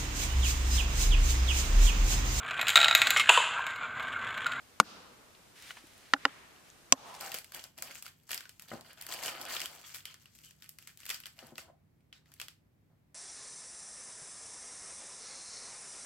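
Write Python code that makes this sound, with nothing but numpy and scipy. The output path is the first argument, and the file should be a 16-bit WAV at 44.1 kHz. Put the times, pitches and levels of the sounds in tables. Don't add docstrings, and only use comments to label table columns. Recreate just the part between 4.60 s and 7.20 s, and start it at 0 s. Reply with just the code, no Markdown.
import sys
import numpy as np
from scipy import signal
from scipy.fft import rfft, irfft, next_fast_len
from scipy.io import wavfile

SR = 44100
rng = np.random.default_rng(int(sys.argv[2]) if len(sys.argv) > 2 else 0)


def log_audio(samples):
    frames = np.atleast_2d(samples).T
    limited = np.clip(frames, -1, 1)
    pcm = np.round(limited * 32767).astype(np.int16)
    wavfile.write(sys.argv[1], SR, pcm)


N = 114660

# t/s, level/dB, left over right/dB, left lag/ms, struck thing (0-2),
# contact/ms, crack/dB and crumble/dB (both relative to the blow), wall slap/dB, hammer ring/dB, tree echo/dB
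BLOWS = [(0.2005, -8, 4.5, 0.0042, 0, 0.96, -1.5, -7.5, -39, -57, -51.5),
         (1.5362, -15, -1.5, 0.068, 1, 2.5, 1.5, -13.5, -37.5, -78, -54.5),
         (1.6525, -15, -1, 0.062, 1, 1.9, -7, -13, -37.5, -78, -59.5),
         (2.3234, -8, -2, 0.056, 2, 2.1, -1.5, -5.5, -44.5, -57, -55.5)]
# f/Hz, level/dB, t60/s
FIRST_WEDGE_MODES = [(185, -10.5, .06), (215, -9, .06), (300, -21, 0.09), (528, -23.5, 0.053),
                     (983, -5.5, 0.02), (1211, 7.5, 0.011), (1392, 1, .015), (2188, -3.5, 0.013),
                     (3606, -8.5, 0.0082), (3960, -12.5, 0.009), (2810, -11, 0.013), (5070, -4, 0.0036),
                     (5770, -13, .006), (6310, -6.5, 0.0041), (8790, -10, 0.0029), (11050, -16.5, 0.023),
                     (15430, -41, 0.0027)]
# f/Hz, level/dB, t60/s
STONE_TAP_MODES = [(280.7, -12.5, 0.074), (535, -23.5, 0.059), (810, -14.5, 0.049), (1108, -3, 0.018),
                   (1390, 2, 0.0062), (1747, -2, .012), (1872, -7, 0.016), (2895, -4, .012),
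                   (3800, -12, .01), (4436, -12.5, .01), (4950, -10, .01), (6800, -21, 0.0074),
                   (8030, -26, .008), (10900, -48.5, .005)]
# f/Hz, level/dB, t60/s
SECOND_WEDGE_MODES = [(122, -20.5, 0.052), (265.8, -8.5, 0.051), (562, -17, 0.048), (706, -9.5, 0.032),
                      (1069, -2, 0.031), (2376, -11.5, .01), (2595, -1.5, .01), (3170, -5, .01),
                      (3470, -3.5, .01), (4950, -6, .01), (5600, 0.5, 0.0059), (6020, 4.5, 0.0059),
                      (6470, -1.5, .009), (7580, 0.5, 0.0039), (9320, -16.5, 0.01), (13800, -41, .005)]


def hammer():
    ring_hz, ring_t60 = 12700, 0.2
    slab_delay_s, slab_db = 0.0021, -17
    wall_delay_s = 0.026
    low_cut_hz = 117
    mix, t = np.zeros((2, N)), np.arange(SR // 4) / SR
    for s, db, pan_db, lag_ms, thing, contact_ms, crack_db, crumble_db, slap_db, ring_db, _ in BLOWS:
        modes = np.array([FIRST_WEDGE_MODES, STONE_TAP_MODES, SECOND_WEDGE_MODES][round(thing)])
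        late = np.clip(t - np.array([[lag_ms], [0]]) / 1000, 0, None)
        noise = rng.standard_normal((4, len(t)))
        body = struck_modes(modes, late, contact_ms / 1000)
        body = body + breaking_stone(modes, noise, t, crack_db, crumble_db)
        body = body + stone_block(noise, t)
        pan = np.array([[pan_db], [-pan_db]]) / 2
        body = amp(db + pan) * body * (late > 0)
        ring = amp(ring_db - 60 * t / ring_t60) * np.sin(2 * np.pi * ring_hz * late)
        add(mix, s, body + ring)
        add(mix, s + slab_delay_s, amp(slab_db) * body)
        add(mix, s + wall_delay_s, amp(slap_db) * wall_slap(noise, t))
    return filtered(mix, lambda hz: (1j * hz / (1j * hz + low_cut_hz)) ** 2)


def struck_modes(modes, late, contact_s):
    treble_from_hz, treble_t60 = 2000, 0.009
    rise_cycles, scatter_db = 0.3, 1.5
    free = np.clip(late - contact_s, 0, None)
    body = 0
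    for hz, mode_db, t60 in modes:
        if hz > treble_from_hz:
            t60 = min(t60, treble_t60)
        decay = amp(mode_db + rng.normal(0, scatter_db) - 60 * free / t60)
        rise = 1 - np.exp(-late * hz / rise_cycles)
        body = body + decay * rise * np.sin(2 * np.pi * hz * late)
    return body


def breaking_stone(modes, noise, t, crack_db, crumble_db):
    crack_t60, crumble_t60, tilt_db = 0.015, 0.03, -0.5

    def crumble_colour(hz):
        tilt = tilt_db * np.log2(hz / 1000 + 0.1)
        return amp(along(modes, hz) + tilt) * (hz > 200)

    crack = unit(filtered(noise[0], lambda hz: amp(along(modes, hz)) * (hz > 1000)))
    crumble = unit(filtered(noise[1] + 0.5 * noise[2:], crumble_colour))
    return amp(crack_db - 60 * t / crack_t60) * crack + amp(crumble_db - 60 * t / crumble_t60) * crumble


def stone_block(noise, t):
    block_db, block_hz, octaves, t60, rise_s = -18.5, 650, 0.83, 0.059, 0.0016
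    block = unit(filtered(noise[3] + 0.37 * noise[:2], lambda hz: octave_band(hz, block_hz, octaves)))
    return amp(block_db - 60 * t / t60) * (1 - np.exp(-t / rise_s)) * block


def wall_slap(noise, t):
    wall_hz, octaves, t60, rise_s = 1450, 0.36, 0.04, 0.003
    slap = unit(filtered(noise[1:3], lambda hz: octave_band(hz, wall_hz, octaves)))
    return amp(-60 * t / t60) * (1 - np.exp(-t / rise_s)) * slap


# t/s, level/dB, f/Hz, width/octaves, t60/s
TICKS = [(.7495, -53, 3300, 0.6, 0.026), (1.022, -46.5, 5000, 1.7, .03), (1.1064, -35, 1680, 1.17, 0.024),
         (1.1683, -47.5, 1390, 1.4, 0.087), (1.269, -56, 9200, 0.58, 0.028),
         (1.3347, -60, 5000, 1.4, 0.033), (1.378, -52.5, 9030, 0.9, 0.021), (1.454, -58.5, 2300, 0.9, 0.13),
         (1.6933, -46.5, 3200, 0.25, .015), (1.908, -50, 2000, 1.1, .012), (1.962, -45.5, 3100, .5, 0.0088),
         (1.9836, -55, 3500, .6, 0.017), (2.1015, -37, 5600, 0.63, 0.0051), (2.378, -53, 2970, .4, 0.014),
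         (2.5035, -52, 2800, 0.28, .02), (2.541, -46, 5930, 1.7, .015), (2.55, -36, 5400, 0.86, 0.01),
         (2.564, -44, 8040, 0.74, .012), (2.5924, -47.5, 7900, 0.26, 0.013)]
# t/s, level/dB, f/Hz, t60/s
THUD = [(1.2394, -38, 310, 0.027)]


def ticks():
    mix, t = np.zeros((2, N)), np.arange(SR // 20) / SR
    for s, db, hz, octaves, t60 in TICKS:
        noise = rng.standard_normal((2, len(t)))
        burst = unit(filtered(noise[0] + 0.4 * noise, lambda f: octave_band(f, hz, octaves)))
        rise = 1 - np.exp(-t / 0.00046)
        add(mix, s, amp(db - 60 * t / t60) * burst * rise)
    for s, db, hz, t60 in THUD:
        rise = 1 - np.exp(-t * hz)
        add(mix, s, amp(db - 60 * t / t60) * np.sin(2 * np.pi * hz * t) * rise)
    return mix


# t/s, level/dB
RUSTLE = [
    [(0.9, -82.5), (0.934, -81), (0.962, -58), (1.114, -49.5), (1.134, -60), (1.176, -56), (1.224, -63.5),
     (1.52, -63)],
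    [(2.0, -84), (2.036, -78), (2.046, -67), (2.094, -64.5), (2.104, -66), (2.118, -80), (2.2, -94)],
    [(2.4, -82), (2.478, -54.5), (2.534, -58), (2.55, -52), (2.58, -58), (2.6, -54.5)],
]
# t/s, level/dB
SCRAPE = [(2.37, -56), (2.42, -59.5), (2.46, -50.5), (2.53, -51.5), (2.56, -52), (2.6, -56.5)]
# f/Hz, level per Hz/dB
CRISP = [(350, -44), (600, -28), (906, -11.5), (1900, -2.5), (4400, -7.5), (8160, -12.5), (10200, -14),
         (16000, -24.5)]
# f/Hz, level per Hz/dB
DULL = [(300, -36), (550, -9), (900, 3), (1300, -6), (2500, -46), (5000, -46.5)]


def rustling():
    grains_per_s, spread_db, grain_share = 1500, 5, 0.33
    struck = rng.random((2, N)) < grains_per_s / SR
    size = amp(spread_db * np.minimum(rng.exponential(1, (2, N)), 2))
    grains = struck * size * rng.standard_normal((2, N))
    source = grain_share * unit(grains) + (1 - grain_share) * rng.standard_normal((2, N))
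    crisp = spread(source, CRISP, [(1400, 0.59), (7000, 0.52)])
    dull = spread(source[::-1, ::-1], DULL, [(400, 1.0), (1400, 0.1)])
    return sum(level(rows, 0.02) for rows in RUSTLE) * crisp + level(SCRAPE, 0.022) * dull


# f/Hz, t60/s
TREES = [(150, 1.7), (1000, 1.5), (3000, 0.93), (5500, 0.69), (9000, 0.55)]
# f/Hz, level per Hz/dB
ECHOES = [
    [(59, -59), (100, -28), (194, -4.5), (390, -10), (449, -5.5), (727, -9), (1300, -4), (1940, -15),
     (2620, -11), (5280, -11.5), (12000, -36.5), (15600, -67), (22000, -120)],
    [(88, -34), (150, -7.5), (489, -9), (551, -15.5), (846, -5.5), (1990, -3), (9000, -21.5), (11700, -50),
     (19800, -120)],
    [(88, -42), (150, -5), (921, 0), (1610, -9), (1890, -15), (2480, -7.5), (6190, -10.5), (11000, -36),
     (14300, -68), (22000, -120)],
]


def trees():
    start_s, swell_s = 0.015, 0.052
    mix = np.zeros((2, N))
    for blow in BLOWS:
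        s, thing, echo_db = blow[0], blow[4], blow[-1]
        alike = [(200, 0.6), (1400, 0.1), (9000, 0.05)]  # f/Hz, left-right likeness
        wash = spread(rng.standard_normal((2, SR)), ECHOES[round(thing)], alike)
        hz, t, bands = signal.stft(wash, SR, nperseg=256)
        decay = amp(-60 * t / along(TREES, hz)[:, None])
        swell = (1 - np.exp(-t / swell_s)) ** 2 * decay
        swell = swell / swell.max(1, keepdims=True)
        echo = signal.istft(bands * swell, SR, nperseg=256)[1]
        add(mix, s + start_s, amp(echo_db) * echo)
    return mix


# f/Hz, level per Hz/dB
AIR = [(12, -51), (20, -15), (86, -7), (265, -9.5), (652, -11), (1020, -14), (1180, -12.5), (4790, -18.5),
       (7950, -20), (15200, -27), (16500, -82)]
# f/Hz, likeness (0-1)
AIR_ALIKE = [(60, 0.67), (500, 0.2), (3000, 0.1), (12000, 0.038)]


def open_air():
    return amp(-60) * spread(rng.standard_normal((2, N)), AIR, AIR_ALIKE)


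def amp(db):
    return 10 ** (np.asarray(db) / 20)


def unit(x):
    return x / np.sqrt(np.mean(x ** 2) + 1e-20)


def along(points, hz, axis=1):
    p = np.transpose(points)
    return np.interp(np.log(hz + 1), np.log(p[0] + 1), p[axis])


def octave_band(hz, centre_hz, octaves):
    return np.exp(-(np.log2(hz / centre_hz + 1e-3) / octaves) ** 2)


def filtered(x, response):
    m = next_fast_len(x.shape[-1] + 8192)
    return irfft(rfft(x, m) * response(np.fft.rfftfreq(m, 1 / SR)), m)[..., :x.shape[-1]]


def add(mix, s, sound):
    part = mix[..., round(s * SR):][..., :sound.shape[-1]]
    part += sound[..., :part.shape[-1]]


def spread(source, spectrum, alike):
    def colour(hz):
        turn = np.arccos(np.clip(along(alike, hz), -1, 1)) / 2
        return amp(along(spectrum, hz)) * [np.cos(turn), np.sin(turn)]

    mid, side = filtered(source, colour)
    return unit(np.array([mid + side, mid - side]))


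def level(rows, fade_s):
    t, (s, db) = np.arange(N) / SR, np.transpose(rows)
    outside_s = np.clip(s[0] - t, 0, None) + np.clip(t - s[-1], 0, None)
    return amp(np.interp(t, s, db)) * np.exp(-outside_s / fade_s)


def scene():
    faint = trees() + rustling() + ticks() + open_air()
    return hammer() + filtered(faint, lambda hz: hz < 15900)


def record(dry):
    agc_from_db, agc_share, agc_attack_s, agc_db_per_s = -7.5, 0.52, 0.0011, 153
    clip_top, clip_hardness, top_hz = 0.56, 7, 16950
    t = np.arange(N) / SR
    peak_db = 20 * np.log10(np.abs(dry).max(0) + 1e-9)
    over_db = agc_share * np.clip(peak_db - agc_from_db, 0, None)
    recovery_db = agc_db_per_s * t
    duck_db = np.maximum.accumulate(over_db + recovery_db) - recovery_db
    keep = np.exp(-1 / (agc_attack_s * SR))
    x = dry * amp(-signal.lfilter([1 - keep], [1, -keep], duck_db))
    x = x / (1 + np.abs(x / clip_top) ** clip_hardness) ** (1 / clip_hardness)
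    return filtered(x, lambda hz: np.clip((top_hz - hz) / 600, 0, 1) ** 2)


dry = scene()
out = record(dry)
log_audio(out)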